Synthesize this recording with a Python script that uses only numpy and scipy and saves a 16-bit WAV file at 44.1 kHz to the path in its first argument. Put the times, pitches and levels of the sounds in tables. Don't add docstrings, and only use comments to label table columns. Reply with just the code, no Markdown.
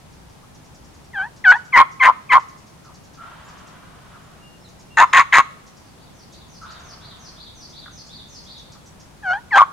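import sys
import numpy as np
from scipy import signal
from scipy.fft import rfft, irfft, next_fast_len
from scipy.io import wavfile

SR = 44100
rng = np.random.default_rng(int(sys.argv[2]) if len(sys.argv) > 2 else 0)


def unload_audio(sound):
    columns = np.transpose(np.atleast_2d(sound))
    steps = np.round(np.clip(columns, -1, 1) * 32767)
    wavfile.write(sys.argv[1], SR, steps.astype(np.int16))


N = 428652
TIME = np.arange(N) / SR


def undb(db):
    return 10 ** (np.asarray(db) / 20)


def unit(x):
    return x / np.sqrt(np.mean(np.abs(x) ** 2))


def at_hz(hz, points):
    f, value = np.transpose(points)
    return np.interp(np.log(hz + 1e-6), np.log(f), value)


def colour(x, points):
    n = x.shape[-1]
    gain = undb(at_hz(np.fft.rfftfreq(n, 1 / SR), points))
    return irfft(rfft(x) * gain, n)


def noise(size, width_hz, centre_hz=0):
    n = next_fast_len(size + 8192)
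    bell = np.exp(-.5 * ((np.fft.rfftfreq(n, 1 / SR) - centre_hz) / width_hz) ** 2)
    return unit(irfft(rfft(rng.standard_normal(n)) * bell, n))[:size]


def turn(hz):
    return 2 * np.pi * np.cumsum(hz) / SR


def swell(x):
    return np.sin(np.pi / 2 * np.clip(x, 0, 1)) ** 2


def switch(t, at_s, width_s):
    return .5 + .5 * np.tanh((t - at_s) / width_s)


def add(track, s, sound):
    start = max(int(s * SR), 0)
    part = sound[:max(N - start, 0)]
    track[start:start + len(part)] += part


def trees(x, early_t60, late_t60, late_db, dull_hz):
    t = TIME[:int(1.5 * SR)]
    decay = undb(-60 * t / early_t60) + undb(late_db - 60 * t / late_t60)
    fade = decay * np.clip((t - .006) / 0.0082, 0, 1)
    lowpass = signal.butter(2, min(dull_hz, .4 * SR), fs=SR, output="sos")
    echoes = signal.sosfilt(lowpass, rng.standard_normal((2, len(t))), axis=1)
    response = echoes * fade / np.sqrt(np.sum(fade ** 2))
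    return signal.fftconvolve(x[None], response, axes=1)[:, :N]


def forest_air(level_db=-48, left_db=1.18, right_db=.5):
    # f/Hz, relative spectral level/dB
    air = [(20, -12), (62, 0.08), (95, -2), (160, -1), (280, -10), (450, -14), (900, -14.5), (1600, -21.5),
           (2400, -24.5), (4000, -27), (6500, -29), (8000, -31.5), (10000, -32), (15500, -43)]
    # f/Hz, likeness [0-1]
    likeness_points = [(30, .75), (80, 1), (170, .45), (350, 0.1004), (1000, .1), (8000, .03)]
    likeness = np.clip(at_hz(np.fft.rfftfreq(N, 1 / SR), likeness_points), 0, 1)
    mid, side = (unit(colour(rng.standard_normal(N), air)) for _ in range(2))
    side = irfft(rfft(side) * np.sqrt((1 - likeness) / (1 + likeness)), N)
    return np.array([mid + side, mid - side]) * undb([[left_db], [right_db]]) * undb(level_db)


def chirp(length, start_hz, end_hz, db, hoarse, hoarse_hz):
    n = max(int(length * SR), 64)
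    hz = np.linspace(start_hz, end_hz, n) * (1 + hoarse * noise(n, hoarse_hz))
    return undb(db) * np.sqrt(2) * np.sin(turn(hz)) * signal.windows.tukey(n, .6)


def songbirds(song_direct_db=-9, song_forest_db=-1, chip_lead=0.021, chip_scatter_db=1.2,
              chip_direct_db=-1.5, chip_forest_db=-2, whistle_direct_db=-5, whistle_forest_db=-8):
    # offset t/s, length/s, start f/Hz, end f/Hz, level relative to the phrase/dB
    phrase = [(-.058, .04, 6900, 5300, -7), (-.012, .03, 6500, 5200, -4), (0, .04, 5600, 3950, -1),
              (.115, .06, 3050, 4700, -3), (.155, .03, 4600, 4450, -2), (.198, .045, 4150, 3200, -2)]
    # t/s (chips lead it), number of chips, gap/s,
    # mean level before the path gains/dB
    chip_runs = [(.139, 2, .17, -60), (.562, 6, .099, -55.5), (1.378, 4, .095, -53.5), (1.93, 1, .1, -53),
                 (2.41, 4, 0.091, -54.5), (2.859, 4, .098, -53), (3.5, 3, 0.093, -53),
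                 (4.699, 2, .111, -53.5), (5.681, 2, .101, -53), (6.34, 1, .1, -49.5),
                 (6.636, 3, 0.087, -51), (7.71, 2, .371, -48), (8.455, 5, 0.14, -50.5)]
    # t/s, length/s, start f/Hz, end f/Hz, level before the path gains/dB
    whistle_notes = [(3.438, 0.064, 6820, 7500, -55), (4.196, 0.1, 7250, 6800, -64),
                     (4.4, 0.15, 2800, 2830, -48.5), (4.598, 0.057, 5360, 5406, -56),
                     (4.64, 0.032, 4400, 3585, -47.5), (4.655, 0.033, 4300, 3490, -53.5),
                     (4.893, 0.087, 2754, 2770, -47), (5.056, 0.1, 5200, 5190, -54),
                     (8.249, 0.15, 7180, 7350, -58), (8.809, 0.13, 7400, 8080, -62)]
    song_s, first_gap_s, gap_growth_s = 5.843, .343, .0045
    full_db, soft_db, swell_s = -37, -17.5, 0.71

    song, chips, whistles = np.zeros((3, N))
    for k in range(8):
        s = song_s + k * first_gap_s + gap_growth_s * k * (k - 1) / 2
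        db = full_db + soft_db * np.exp((song_s - s) / swell_s)
        for offset, length, start_hz, end_hz, part_db in phrase:
            add(song, s + offset, chirp(length, start_hz, end_hz, db + part_db, hoarse=.03, hoarse_hz=300))
    for s, count, gap, db in chip_runs:
        for k in range(int(round(count))):
            chip_db = db + chip_scatter_db * rng.standard_normal()
            add(chips, s - chip_lead + k * gap, chirp(.032, 6500, 5000, chip_db, hoarse=.15, hoarse_hz=500))
    for s, length, start_hz, end_hz, db in whistle_notes:
        add(whistles, s, chirp(length, start_hz, end_hz, db, hoarse=0.00404, hoarse_hz=80))

    far = undb(song_forest_db) * song + undb(whistle_forest_db) * whistles
    out = undb(song_direct_db) * song + undb(whistle_direct_db) * whistles + undb(chip_direct_db) * chips
    out = out + trees(far, early_t60=0.33, late_t60=1.0, late_db=-7, dull_hz=12000)
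    chip_echo = trees(chips, early_t60=.16, late_t60=.6, late_db=-21.5, dull_hz=12000)
    return out + undb(chip_forest_db) * chip_echo


def clucks(forest_db=-7, direct_db=-1):
    # t/s, length/s, middle f/Hz, level before the path gains/dB
    cluck_notes = [(0.424, 0.04, 1133, -52), (2.828, 0.11, 1261, -50), (4.127, 0.058, 1276, -48),
                   (7.857, 0.014, 1600, -39.5), (7.876, 0.013, 1360, -39.5), (8.745, 0.032, 1195, -50.5)]
    dry = np.zeros(N)
    for s, length, hz, db in cluck_notes:
        add(dry, s, chirp(length, 1.06 * hz, hz / 1.06, db, hoarse=.13, hoarse_hz=350))
    echo = trees(dry, early_t60=0.24, late_t60=.8, late_db=-18.5, dull_hz=6150)
    return undb(direct_db) * dry + undb(forest_db) * echo


def whine(length, start_hz, low_hz, slide_s, db, steepness, octave_db, crack_s, depth):
    turn_at, rise, curve = .45, .38, 1.7
    clear_rasp, opens_at, end_octave_db = .05, .63, -12.5
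    flutter_depth, flutter_hz = .12, 94.96
    width_s, crack_rasp, crack_octave_db, loss_db, jump, frayed_rasp = 0.0039, 0.79, -19.5, -9.5, .3, 0.075

    t = TIME[:int(length * SR)]
    along = t / length
    crack = depth * np.exp(-((t - crack_s) / width_s) ** 2)
    after = switch(t, crack_s, 2 * width_s)
    climb = np.clip((along - turn_at) / (1 - turn_at), 0, 1) ** curve
    hz = low_hz * (1 + rise * climb + jump * crack) + (start_hz - low_hz) * np.exp(-t / slide_s)
    loud = (1 - np.abs(2 * along - 1)) ** steepness * undb(db + depth * loss_db * after)
    loud = loud * np.exp(flutter_depth * noise(len(t), flutter_hz / 3, flutter_hz))
    octave = np.interp(along, [opens_at, 1], [octave_db, end_octave_db]) + crack_octave_db * crack
    return hz, loud, octave, clear_rasp + crack_rasp * crack + frayed_rasp * after


def yelp(length, attack, release, break_s, jaw_s, octave_db, fall_db_per_s, db, open_db,
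         pitch_hz, open_hz, rasp, open_rasp):
    scoop_hz, scoop_share = 1418, .24
    jaw_width_s, pitch_lag_s = .005, .008
    octave_floor_db = -26.5
    break_width_s, clear_rasp, rasp_ease = .003, .11, 0.21

    t = TIME[:int(length * SR)]

    def with_jaw(before, after, lag=0):
        return before + (after - before) * switch(t, jaw_s + lag, jaw_width_s)

    scoop = (scoop_hz - pitch_hz) * np.exp(-t / (scoop_share * attack))
    hz = with_jaw(pitch_hz, open_hz, pitch_lag_s) + scoop
    loud = swell(t / attack) * swell((length - t) / release) * undb(with_jaw(db, open_db))
    octave = np.clip(fall_db_per_s * (jaw_s - t), octave_floor_db, octave_db)
    broken = switch(t, break_s, break_width_s) * (1 - rasp_ease * swell(2 * t / length - 1))
    return hz, loud, octave, clear_rasp + (with_jaw(rasp, open_rasp) - clear_rasp) * broken


def reed_note(s, hz, loud, octave_db, rasp, patchy_db=2.8, stagger=.045, bloom=.1, flutter_hz=262,
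              flutter=0.25, jitter=0.39, shake=0.08, throb=.38, tear=1.0, spray_db=-11,
              clean_spray_db=-42, low_share=0.097, sideband_share=0.12, quiver=0.12, lower_share=0.12):
    # f/Hz, level relative to the octave/dB
    overtones = [(2200, -22), (2600, -25.5), (3150, -21.5), (3450, -22.5), (3700, -41), (4200, -30.5),
                 (5200, -46), (6100, -39), (7500, -58), (12000, -66)]
    # f/Hz, relative spectral level/dB
    spray_points = [(100, -34.5), (420, -35), (700, -18), (1200, -11.5), (1900, 1), (2900, -7.5),
                    (4000, -12.5), (5200, -31), (6500, -24), (8500, -26.5), (10200, -31), (15500, -48.5)]
    # f/Hz, width/Hz, relative level/dB
    cavity = [(2600, 130, 8), (3850, 300, 1), (6700, 450, 2)]
    # t/s, ring of the cavity/dB, lift of the highest overtones/dB
    mouth_set = [(1.2, -41, -4), (1.5, -37.5, -1), (2.4, -37, 2.5), (4.9, -20, -1.5), (5.25, -22, 1),
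                 (5.4, -21.5, -0.5), (9.2, -31, 5.5)]

    rasp, n = np.clip(rasp, 0, 1), len(hz)
    t = s + TIME[:n]
    low = loud / np.sqrt(1 + undb(octave_db) ** 2)
    high = low * undb(octave_db)
    beat = turn(flutter_hz * (1 + .2 * noise(n, 76.8)))
    unsteady_hz = hz * (1 + .003 * noise(n, 80) + stagger * rasp * noise(n, 40))
    phase = turn(unsteady_hz) + rasp * (flutter * np.sin(beat) + jitter * noise(n, 240))
    lower = phase - beat
    torn = np.clip(tear * rasp ** 1.9, 0, 1)
    octave = np.sqrt(1 - torn) * np.sin(2 * phase)
    octave = octave + np.sqrt(torn / 2) * (np.sin(2 * lower) + np.sin(phase + lower))
    sideband = rasp * loud * (lower_share * np.sin(lower) + sideband_share * np.sin(phase + beat))
    fundamental = low * np.sin(phase) * (1 + throb * np.sqrt(rasp) * noise(n, 42, 110))
    tone = fundamental + high * octave * (1 + quiver * noise(n, 30, 110)) + sideband

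    edge = high + low_share * rasp * low
    mouth_s, *mouth = np.transpose(mouth_set)
    ring_db, lift_db = (np.interp(t, mouth_s, column) for column in mouth)
    push = loud / loud.max()
    for k in range(3, 13):
        lift = lift_db * at_hz(k * hz, [(3600, 0), (4200, 0.99)])
        overtone_db = at_hz(k * hz, overtones) + lift + patchy_db * noise(n, 45)
        tone += edge * push ** (bloom * (k - 2)) * undb(overtone_db) * np.sin(k * phase)
    tone *= np.sqrt(2) * (1 + shake * rasp * (np.cos(beat) + noise(n, 230)))

    spray = unit(colour(rng.standard_normal(n), spray_points))
    spray = spray * (undb(clean_spray_db) + undb(spray_db) * rasp ** 2.3)
    ring = rasp * sum(undb(db) * noise(n, width, f) for f, width, db in cavity) * undb(ring_db)
    spits = unit(np.exp(.42 * noise(n, 130)) * (1 + .5 * np.sin(phase)))
    return tone + edge * (spray + ring) * spits


def mouth_call(forest_db=-22.0):
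    # t/s, length/s, starting f/Hz, lowest f of the glide/Hz, slide time constant/s,
    # level before the crack/dB, steepness of the swell [power], octave over fundamental/dB,
    # crack after/s, depth of the crack [0-1]
    whine_notes = [(1.130, .152, 1100, 742.5, .020, -19.7, 1.0, 11.5, 0.054, 0.19),
                   (1.441, .133, 1059, 733.5, .011, -3.5, 0.7, 20.5, .083, 1),
                   (9.223, 0.18, 930, 715, .026, -16, 1.3, 5.5, .114, .2)]
    # level/dB, level/dB, f/Hz, f/Hz, rasp [0-1], rasp [0-1]
    yelp_notes = [(1.721, 0.12, .034, .028, .036, .052, 7, 329.5, -8.5, -5.5, 986, 1057, 0.5, .75),
                  (1.994, .124, .030, .022, .033, .069, 4.5, 900, -9.5, -7, 1014, 1060, .92, .72),
                  (2.288, .105, .044, 0.022, .032, .044, 6, 600, -9.5, -7, 990, 1090, .9, .75),
                  (4.969, .085, .008, .012, .001, .033, 7, 450.5, -10, -7.5, 895, 1002, 0.73, .95),
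                  (5.127, 0.11, 0.0094, 0.04, .003, 0.042, 0.5, 151, -10, -7.5, 1041, 1090, 0.96, 1),
                  (5.322, .097, .008, .015, 0.0068, .049, 9.5, 341.5, -9.5, -8.5, 1038, 1095, 0.91, 1),
                  (9.502, 0.15, .062, 0.034, .054, .069, 8.5, 800, -10, -7, 777, 1103, .55, .88)]
    # f/Hz, phase/rad
    port_lead = [(200, -0.29), (520, -0.82), (800, -0.47), (1290, -0.87), (1720, -0.31), (2200, -0.55),
                 (4000, 0.74), (8000, 0.97)]
    # delay/s, left level/dB, right level/dB
    nearby = [(.0052, -19.5, -18.5), (.0074, -19, -15), (0.0158, -20, -16.5)]

    dry = np.zeros(N)
    for gesture, notes in (whine, whine_notes), (yelp, yelp_notes):
        for s, *shape in notes:
            add(dry, s, reed_note(s, *gesture(*shape)))
    lead = at_hz(np.fft.rfftfreq(N, 1 / SR), port_lead)
    left = irfft(rfft(dry) * np.exp(1j * lead), N)
    out = np.array([undb(1.1) * left, undb(-.5) * dry])
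    for delay, *sides_db in nearby:
        for ear, db in zip(out, sides_db):
            add(ear, delay, undb(db) * dry)
    outward = colour(dry, [(700, -0.5), (1050, -2.0), (1300, 4.0), (1550, -2),
                           (2100, -0.5), (3500, 5.5), (7000, 4.0)])
    echo = trees(outward, early_t60=.4, late_t60=1.25, late_db=-19, dull_hz=8000)
    return out + undb(forest_db) * echo


def gobbles(start_hz=665, end_hz=570, rattle_hz=19, fall_db=-12, rattle_db=-6, yelp_db=1.5, direct_db=-3):
    # t/s, length/s, attack of the yelp/s, level before the part and path gains/dB
    gobble_calls = [(3.166, 1.3, 0.041, -38.5), (6.613, .85, 0.006, -39.5)]
    # f/Hz, gain/dB
    tom = [(450, -28), (670, -11), (780, -18.5), (1050, -6), (1320, -8.5), (1550, -11.5), (1800, -15.5),
           (2150, -20), (2650, -22), (3200, -19.5), (5000, -35), (8000, -39)]
    dry = np.zeros(N)
    for s, length, attack, db in gobble_calls:
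        t = TIME[:int(length * SR)]
        n = len(t)
        syllable = turn(rattle_hz * (1 + 0.32 * noise(n, 8)))
        glide_hz = np.interp(t, [0, length], [start_hz, end_hz])
        hz = glide_hz * (1 + 0.0986 * np.sin(syllable) + 0.27 * noise(n, 249.4))
        voice = unit(colour(sum(np.sin(k * turn(hz)) for k in range(1, 10)), tom))
        ramps = np.clip(np.minimum(t / 0.046, (length - t) / 0.092), 0, 1)
        rattle = voice * undb(rattle_db + fall_db * t / length) * ramps * (1 + .5 * np.sin(syllable))
        first_yelp = np.sqrt(2) * np.sin(turn(2 * start_hz * (1 + 0.08 * noise(n, 202))))
        first_yelp = first_yelp * np.minimum(t / attack, 1) * np.exp(-(t / 0.087) ** 2)
        add(dry, s, undb(db) * (undb(yelp_db) * first_yelp + rattle))
    return undb(direct_db) * dry + trees(dry, early_t60=0.35, late_t60=1.2, late_db=-12.5, dull_hz=9000)


def scene():
    return mouth_call() + gobbles() + clucks() + songbirds() + forest_air()


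def record(dry, drive_db=-0.16, duck=9, release_s=.22, bass_hz=115, top_hz=15800):
    keep = np.exp(-1 / (release_s * SR))

    def smooth(x):
        return signal.lfilter([1 - keep], [1, -keep], x)

    loudness = smooth(smooth(np.abs(dry).mean(axis=0)))
    bass = signal.sosfiltfilt(signal.butter(2, bass_hz, fs=SR, output="sos"), dry)
    sound = undb(drive_db) * (dry - bass + bass / (1 + duck * loudness))
    flat = sound / (1 + np.abs(sound) ** 14) ** (1 / 14)
    return signal.sosfilt(signal.ellip(8, .1, 70, top_hz, fs=SR, output="sos"), flat)


dry = scene()
out = record(dry)
unload_audio(out)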